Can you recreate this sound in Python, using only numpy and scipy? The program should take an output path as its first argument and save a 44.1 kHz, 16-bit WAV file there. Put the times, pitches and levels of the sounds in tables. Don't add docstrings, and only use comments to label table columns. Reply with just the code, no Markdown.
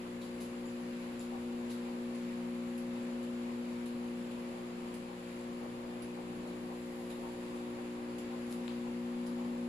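import sys
import numpy as np
from scipy import signal
from scipy.fft import rfft, irfft, next_fast_len
from scipy.io import wavfile
from scipy.ndimage import uniform_filter1d, map_coordinates

SR = 44100
rng = np.random.default_rng(int(sys.argv[2]) if len(sys.argv) > 2 else 0)


def generate_wav(signal):
    frames = np.transpose(np.atleast_2d(signal))
    scaled = np.clip(frames, -1, 1) * 32767
    pcm = np.round(scaled).astype(np.int16)
    wavfile.write(sys.argv[1], SR, pcm)


N = 426888
T = np.arange(N) / SR

MAINS_HZ, FAN_HZ = 59.985, 58.37
ROLLER_TURN_S, ROLLER_START_S, ROLLER_TURNS = 0.5373, 0.275, 18
TICK_ROUND_S, TICK_START_S, TICK_ROUNDS = 1.0812, 1.6965, 8
TICK_SCATTER_DB = 1.1
BAND_LIMIT_HZ = 15620

# (frequency [Hz], correlation [-1 to 1])
SIDE_LIKENESS = [(30, 0.62), (70, 0.67), (200, 0.86), (450, 1), (700, -0.013), (1100, -0.23), (2000, 0.055),
                 (16000, -0.15)]
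# (time [s], length [s], frequency [Hz], level before fading [dB rms])
CHIRPS = [(.652, .07, 7120, -69), (.69, .05, 6050, -74)]
# (time [s], frequency [Hz], level before rise and decay [dB])
THUDS = [(3.948, 200, -33), (6.396, 200, -31)]
# (frequency [Hz], time to fall 60 dB [s])
ROOM_DECAY = [(500, 0.2), (4000, 0.35), (12000, 0.2)]
# (time into round [s], level [dB], balance [dB], body [dB])
TICKS = [(0, -50.5, -3, 2.5), (.452, -56.5, 1, 3)]
# (time [s], level [dB], balance [dB], body [dB], top [dB])
SNAPS = [(1.195, -38.5, 2, -5, -10), (7.703, -48, -4, -2, -10), (8.467, -48, 4, -3, -6),
         (8.499, -50, 4, -3, 3), (8.511, -49, 4, -6, 9), (8.518, -45, 3, -6, 3), (8.526, -37, 12, 3.5, -1),
         (8.680, -44, 12, 11, -18)]
# (time [s], fade time constant [s], level [dB], balance [dB], body [dB])
RUSTLES = [(.21, .035, -56.5, 2, 6.5), (.40, 0.046, -53.5, 0, 1), (1.01, .03, -66, -1.5, 13),
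           (1.2, 0.032, -55, 1.5, 4), (1.7, 0.031, -53.5, 2, 5), (8.47, .05, -62, 0, -2),
           (8.504, 0.035, -53.5, -4, 0.5), (8.685, .02, -63, 3, 14)]
# (time into turn [s], jolt strength [dB])
ROLLER_BUMPS = [(0, -2.5), (.29, -11.5)]
# (frequency [Hz], width [Hz], level [dB])
TRAY_MODES = [(590, 290, 1), (784, 93, 1), (907, 95, -1.5), (1016, 62, -7)]
# (time [s], level [dB])
ROLLING_LEVEL = [(0, -64), (.9, -64), (1.35, -51.5), (2.4, -56.5), (4.1, -57), (4.6, -55), (7.3, -52.5),
                 (7.8, -54.5), (9.68, -54)]
# (multiple of shaft speed, level [dB rms])
FAN_ORDERS = [(1, -70.5), (2, -77), (3, -72.5)]
# (frequency [Hz], level [dB per Hz])
AIR_SPECTRUM = [(300, -49), (800, -5.5), (1400, -0.5), (2300, -0.5), (2800, -2), (3200, -5.5), (4800, -9),
                (10000, -17), (16000, -23)]
# (time [s], level [dB rms])
AIR_LEVEL = [(0, -55.6), (4, -55.4), (5, -56), (6.8, -56.5), (7.6, -55.5), (9.68, -56)]
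# (frequency [Hz], level [dB per Hz])
CASING_SPECTRUM = [(20, -11), (45, -12.5), (100, -9.5), (150, -7), (210, 0.5), (270, -1), (305, -6),
                   (340, -1.5), (400, -7), (440, -5.5), (500, -7), (570, -5), (820, -9.5), (930, -6.5),
                   (1150, -8.5), (1600, -27.5), (3000, -69)]
# (frequency [Hz], balance [dB])
CASING_BALANCE = [(40, -1), (110, -6), (200, 4.5), (380, 3), (700, 2.5), (1300, 0.5)]
# (multiple of mains, level [dB rms], balance [dB], left lead [rad], waver [dB])
STEADY_OVERTONES = [(2, -63.5, -1.5, 0.43, 1), (3, -56.5, -0.5, 0.32, 1.8), (7, -70.5, 7, 1.2, -2.7),
                    (8, -57.5, 4.5, 0.57, 0.7), (9, -57, 1, -0.02, 1.4), (11, -74, 5, 2.5, -1),
                    (12, -69, 3, 2, 0), (13, -71.5, 6, 1.6, 1.8), (30, -75.5, -5, -2, .4)]
# (multiple of mains, balance [dB], left lead [rad])
MOVING_OVERTONES = [(4, 1.5, -.05), (5, 3, -0.029), (6, -2.3, .1)]
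# (time [s], 4th [dB rms], 5th [dB rms], 6th [dB rms])
HAND_LEVELS = [(0, -46, -58, -50), (.3, -45, -62, -51), (.83, -42.5, -61, -50), (1.15, -43.5, -61, -50.5),
               (1.5, -41, -61, -49), (3.5, -40, -64, -50), (4.15, -41.5, -67, -50.5),
               (4.6, -45.5, -70, -49.5), (4.85, -44, -66, -50.5), (5.15, -49, -65, -52),
               (5.4, -45, -62, -50.5), (6.3, -46, -56, -50), (7.3, -45.5, -56.5, -48.5),
               (8.1, -44.5, -53, -48.5), (8.45, -42, -57, -48), (9.44, -39, -56.5, -49),
               (9.68, -38.5, -59, -49)]
# (frequency [Hz], gain [dB])
LEFT_PORT = [(4800, 1), (5800, -4), (6800, 4), (7600, 6.5), (8300, 0.5), (9600, -11.5), (10300, -19),
             (12000, -19), (15500, -19)]
RIGHT_PORT = [(4800, 0), (5500, -5), (6800, -7.5), (7700, -9), (8400, -14), (9600, 3), (10400, 10),
              (11700, 3.5), (13100, -1.5), (15500, -16)]
# (frequency [Hz], level [dB per Hz])
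SELF_NOISE = [(3000, -32), (9000, 5), (14000, 6), (15600, -8)]


def amp(db):
    return 10 ** (np.asarray(db) / 20)


def unit(x):
    return x / np.sqrt(np.mean(x ** 2) + 1e-20)


def along(points, hz):
    f, v = np.transpose(points)
    return np.interp(np.log(hz + 1), np.log(f + 1), v)


def curves(rows):
    s, *columns = np.transpose(rows)
    return [np.interp(T, s, column) for column in columns]


def wobble(rate):
    knots = rng.standard_normal(int(N * rate / SR) + 4)
    return map_coordinates(knots, [T * rate])


def filtered(x, response):
    m = next_fast_len(N + SR // 2)
    hz = np.fft.rfftfreq(m, 1 / SR)
    return irfft(rfft(x, m) * response(hz), m)[..., :N]


def sides(balance_db):
    return amp([[balance_db / 2], [-balance_db / 2]])


def rush(gain, patchy_db):
    z = signal.stft(rng.standard_normal((2, N)), nperseg=512)[2]
    field = uniform_filter1d(rng.standard_normal(z.shape[1:]), size=6, axis=0)
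    field = uniform_filter1d(field, size=14, axis=1)
    pair = signal.istft(z * amp(patchy_db * unit(field)), nperseg=512)[1][:, :N]

    def mid_side_gain(hz):
        angle = np.arccos(np.clip(along(SIDE_LIKENESS, hz), -1, 1)) / 2
        return gain(hz) * [np.cos(angle), np.sin(angle)]

    mid, side = filtered(pair, mid_side_gain)
    return unit(np.array([mid + side, mid - side]))


def tone(phase, db, balance_db, lead):
    shift = np.array([[lead / 2], [-lead / 2]])
    return np.sqrt(2) * amp(db) * sides(balance_db) * np.sin(phase + shift)


def handling():
    spectrum = [(8, -15), (25, -3), (50, -3), (90, -26.0)]  # (frequency [Hz], level [dB])
    noise = filtered(rng.standard_normal((2, N)), lambda hz: amp(along(spectrum, hz)))
    return amp(-71.5 + 3.8 * wobble(1.55)) * unit(noise)


def thuds(t60=0.03, rise=0.003):
    out = np.zeros(N)
    for s, hz, db in THUDS:
        age = np.clip(T - s, 0, None)
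        envelope = amp(db - 60 * age / t60) * (1 - np.exp(-age / rise))
        out += envelope * np.sin(2 * np.pi * hz * age)
    return out


def chirps():
    out = np.zeros((2, N))
    for s, length, hz, db in CHIRPS:
        onset = np.clip((T - s) / 0.004, 0, 1)
        fade = np.clip((s + length - T) / length, 0, 1) ** 0.5
        phase = 2 * np.pi * hz * T + 0.7 * wobble(60)
        out += onset * fade * tone(phase, db, 9, 0)
    return out


def add_puff(out, s, envelope, db, balance_db, body_db, tail_db, top_db):
    hz, t, z = signal.stft(rng.standard_normal((2, SR // 3)), SR, nperseg=256)
    decay = amp(-60 * t / along(ROOM_DECAY, hz)[:, None])
    room = signal.istft(z * decay, SR, nperseg=256)[1]
    room *= amp(tail_db) / np.linalg.norm(room[0])
    room[:, 0] += 1
    burst = envelope * np.sign(rng.standard_normal(len(envelope)))
    puff = signal.fftconvolve(burst[None], room, axes=1)
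    m = next_fast_len(puff.shape[1])
    shape = [(400, body_db - 40), (1000, body_db - 9), (2800, body_db), (4500, body_db),
             (7000, 0), (11000, 0), (14000, top_db), (15500, top_db - 9)]
    colour = amp(along(shape, np.fft.rfftfreq(m, 1 / SR)))
    puff = irfft(rfft(puff, m) * colour, m)
    out[:, round(s * SR):][:, :m] += amp(db) * sides(balance_db) * puff


def crackles():
    out, t = np.zeros((2, N + SR)), T[:SR // 5]
    for turn in range(TICK_ROUNDS):
        for s, db, balance, body in TICKS:
            start = TICK_START_S + turn * TICK_ROUND_S + s
            level = db + TICK_SCATTER_DB * rng.standard_normal()
            add_puff(out, start, amp(-60 * t / 0.014), level, balance, body, tail_db=10.0, top_db=-14)
    for s, db, balance, body, top in SNAPS:
        add_puff(out, s, amp(-60 * t / 0.004), db, balance, body, tail_db=-4, top_db=top)
    for s, fade, db, balance, body in RUSTLES:
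        grain = amp(2.5 * np.repeat(rng.standard_normal(len(t) // 90), 90))
        envelope = unit(grain) * (1 - np.exp(-t / 0.003)) * np.exp(-t / fade)
        add_puff(out, s, envelope, db, balance, body, tail_db=2.0, top_db=-5)
    return out[:, :N]


def tray_response(f):
    modes = sum(amp(db) * f * w / (c * c - f * f + 1j * f * w) for c, w, db in TRAY_MODES)
    return np.abs(modes) ** 2


def rollers(width=0.021, steady=0.39):
    jolts = np.zeros(N + SR)
    for turn in range(ROLLER_TURNS):
        for s, db in ROLLER_BUMPS:
            start = round((ROLLER_START_S + turn * ROLLER_TURN_S + s) * SR)
            jolts[start] = amp(db + 1.2 * rng.standard_normal())
    swell_time = np.arange(-SR // 8, SR // 8) / SR
    swell = np.exp(-0.5 * (swell_time / width) ** 2)
    shake = steady + signal.fftconvolve(jolts, swell, "same")[:N]
    rumble = rush(tray_response, patchy_db=0)
    short_rms = np.sqrt(np.abs(uniform_filter1d(np.mean(rumble ** 2, axis=0), size=SR // 25)))
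    return amp(curves(ROLLING_LEVEL)[0]) * sides(4.6) * shake * rumble / short_rms


def fan_shaft():
    turn = 2 * np.pi * FAN_HZ * T + 0.62 * wobble(1.494)
    return sum(tone(k * turn, db + 2.3 * wobble(2.95), 0, 0.2) for k, db in FAN_ORDERS)


def fan_air():
    level = amp(curves(AIR_LEVEL)[0] + 0.45 * wobble(7))
    return level * rush(lambda f: amp(along(AIR_SPECTRUM, f)), patchy_db=0.65)


def casing_drone():
    level = amp(-52.5 + 0.92 * wobble(3.57))
    drone = level * rush(lambda f: amp(along(CASING_SPECTRUM, f)), patchy_db=1.06)

    def lean(f):
        half = along(CASING_BALANCE, f) / 2
        return amp([half, -half])

    return filtered(drone, lean)


def transformer(spread=0.9, drift=0.75):
    def phase(k):
        return 2 * np.pi * MAINS_HZ * k * T + spread * k * k + drift * wobble(0.657)

    hum = np.zeros((2, N))
    for k, db, balance, lead, waver_db in STEADY_OVERTONES:
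        hum += tone(phase(k), db + waver_db * wobble(1.58), balance, lead)
    for (k, balance, lead), db in zip(MOVING_OVERTONES, curves(HAND_LEVELS)):
        hum += tone(phase(k), db, balance, lead)
    return hum


def scene():
    background = handling() + thuds() + chirps() + crackles()
    oven = rollers() + fan_shaft() + fan_air() + casing_drone() + transformer()
    return background + oven


def record(dry):
    ports = filtered(dry, lambda hz: amp([along(LEFT_PORT, hz), along(RIGHT_PORT, hz)]))
    hiss = amp(-87.5) * rush(lambda hz: amp(along(SELF_NOISE, hz)), patchy_db=1.5)
    return filtered(ports + hiss, lambda hz: hz < BAND_LIMIT_HZ)


dry = scene()
out = record(dry)
generate_wav(out)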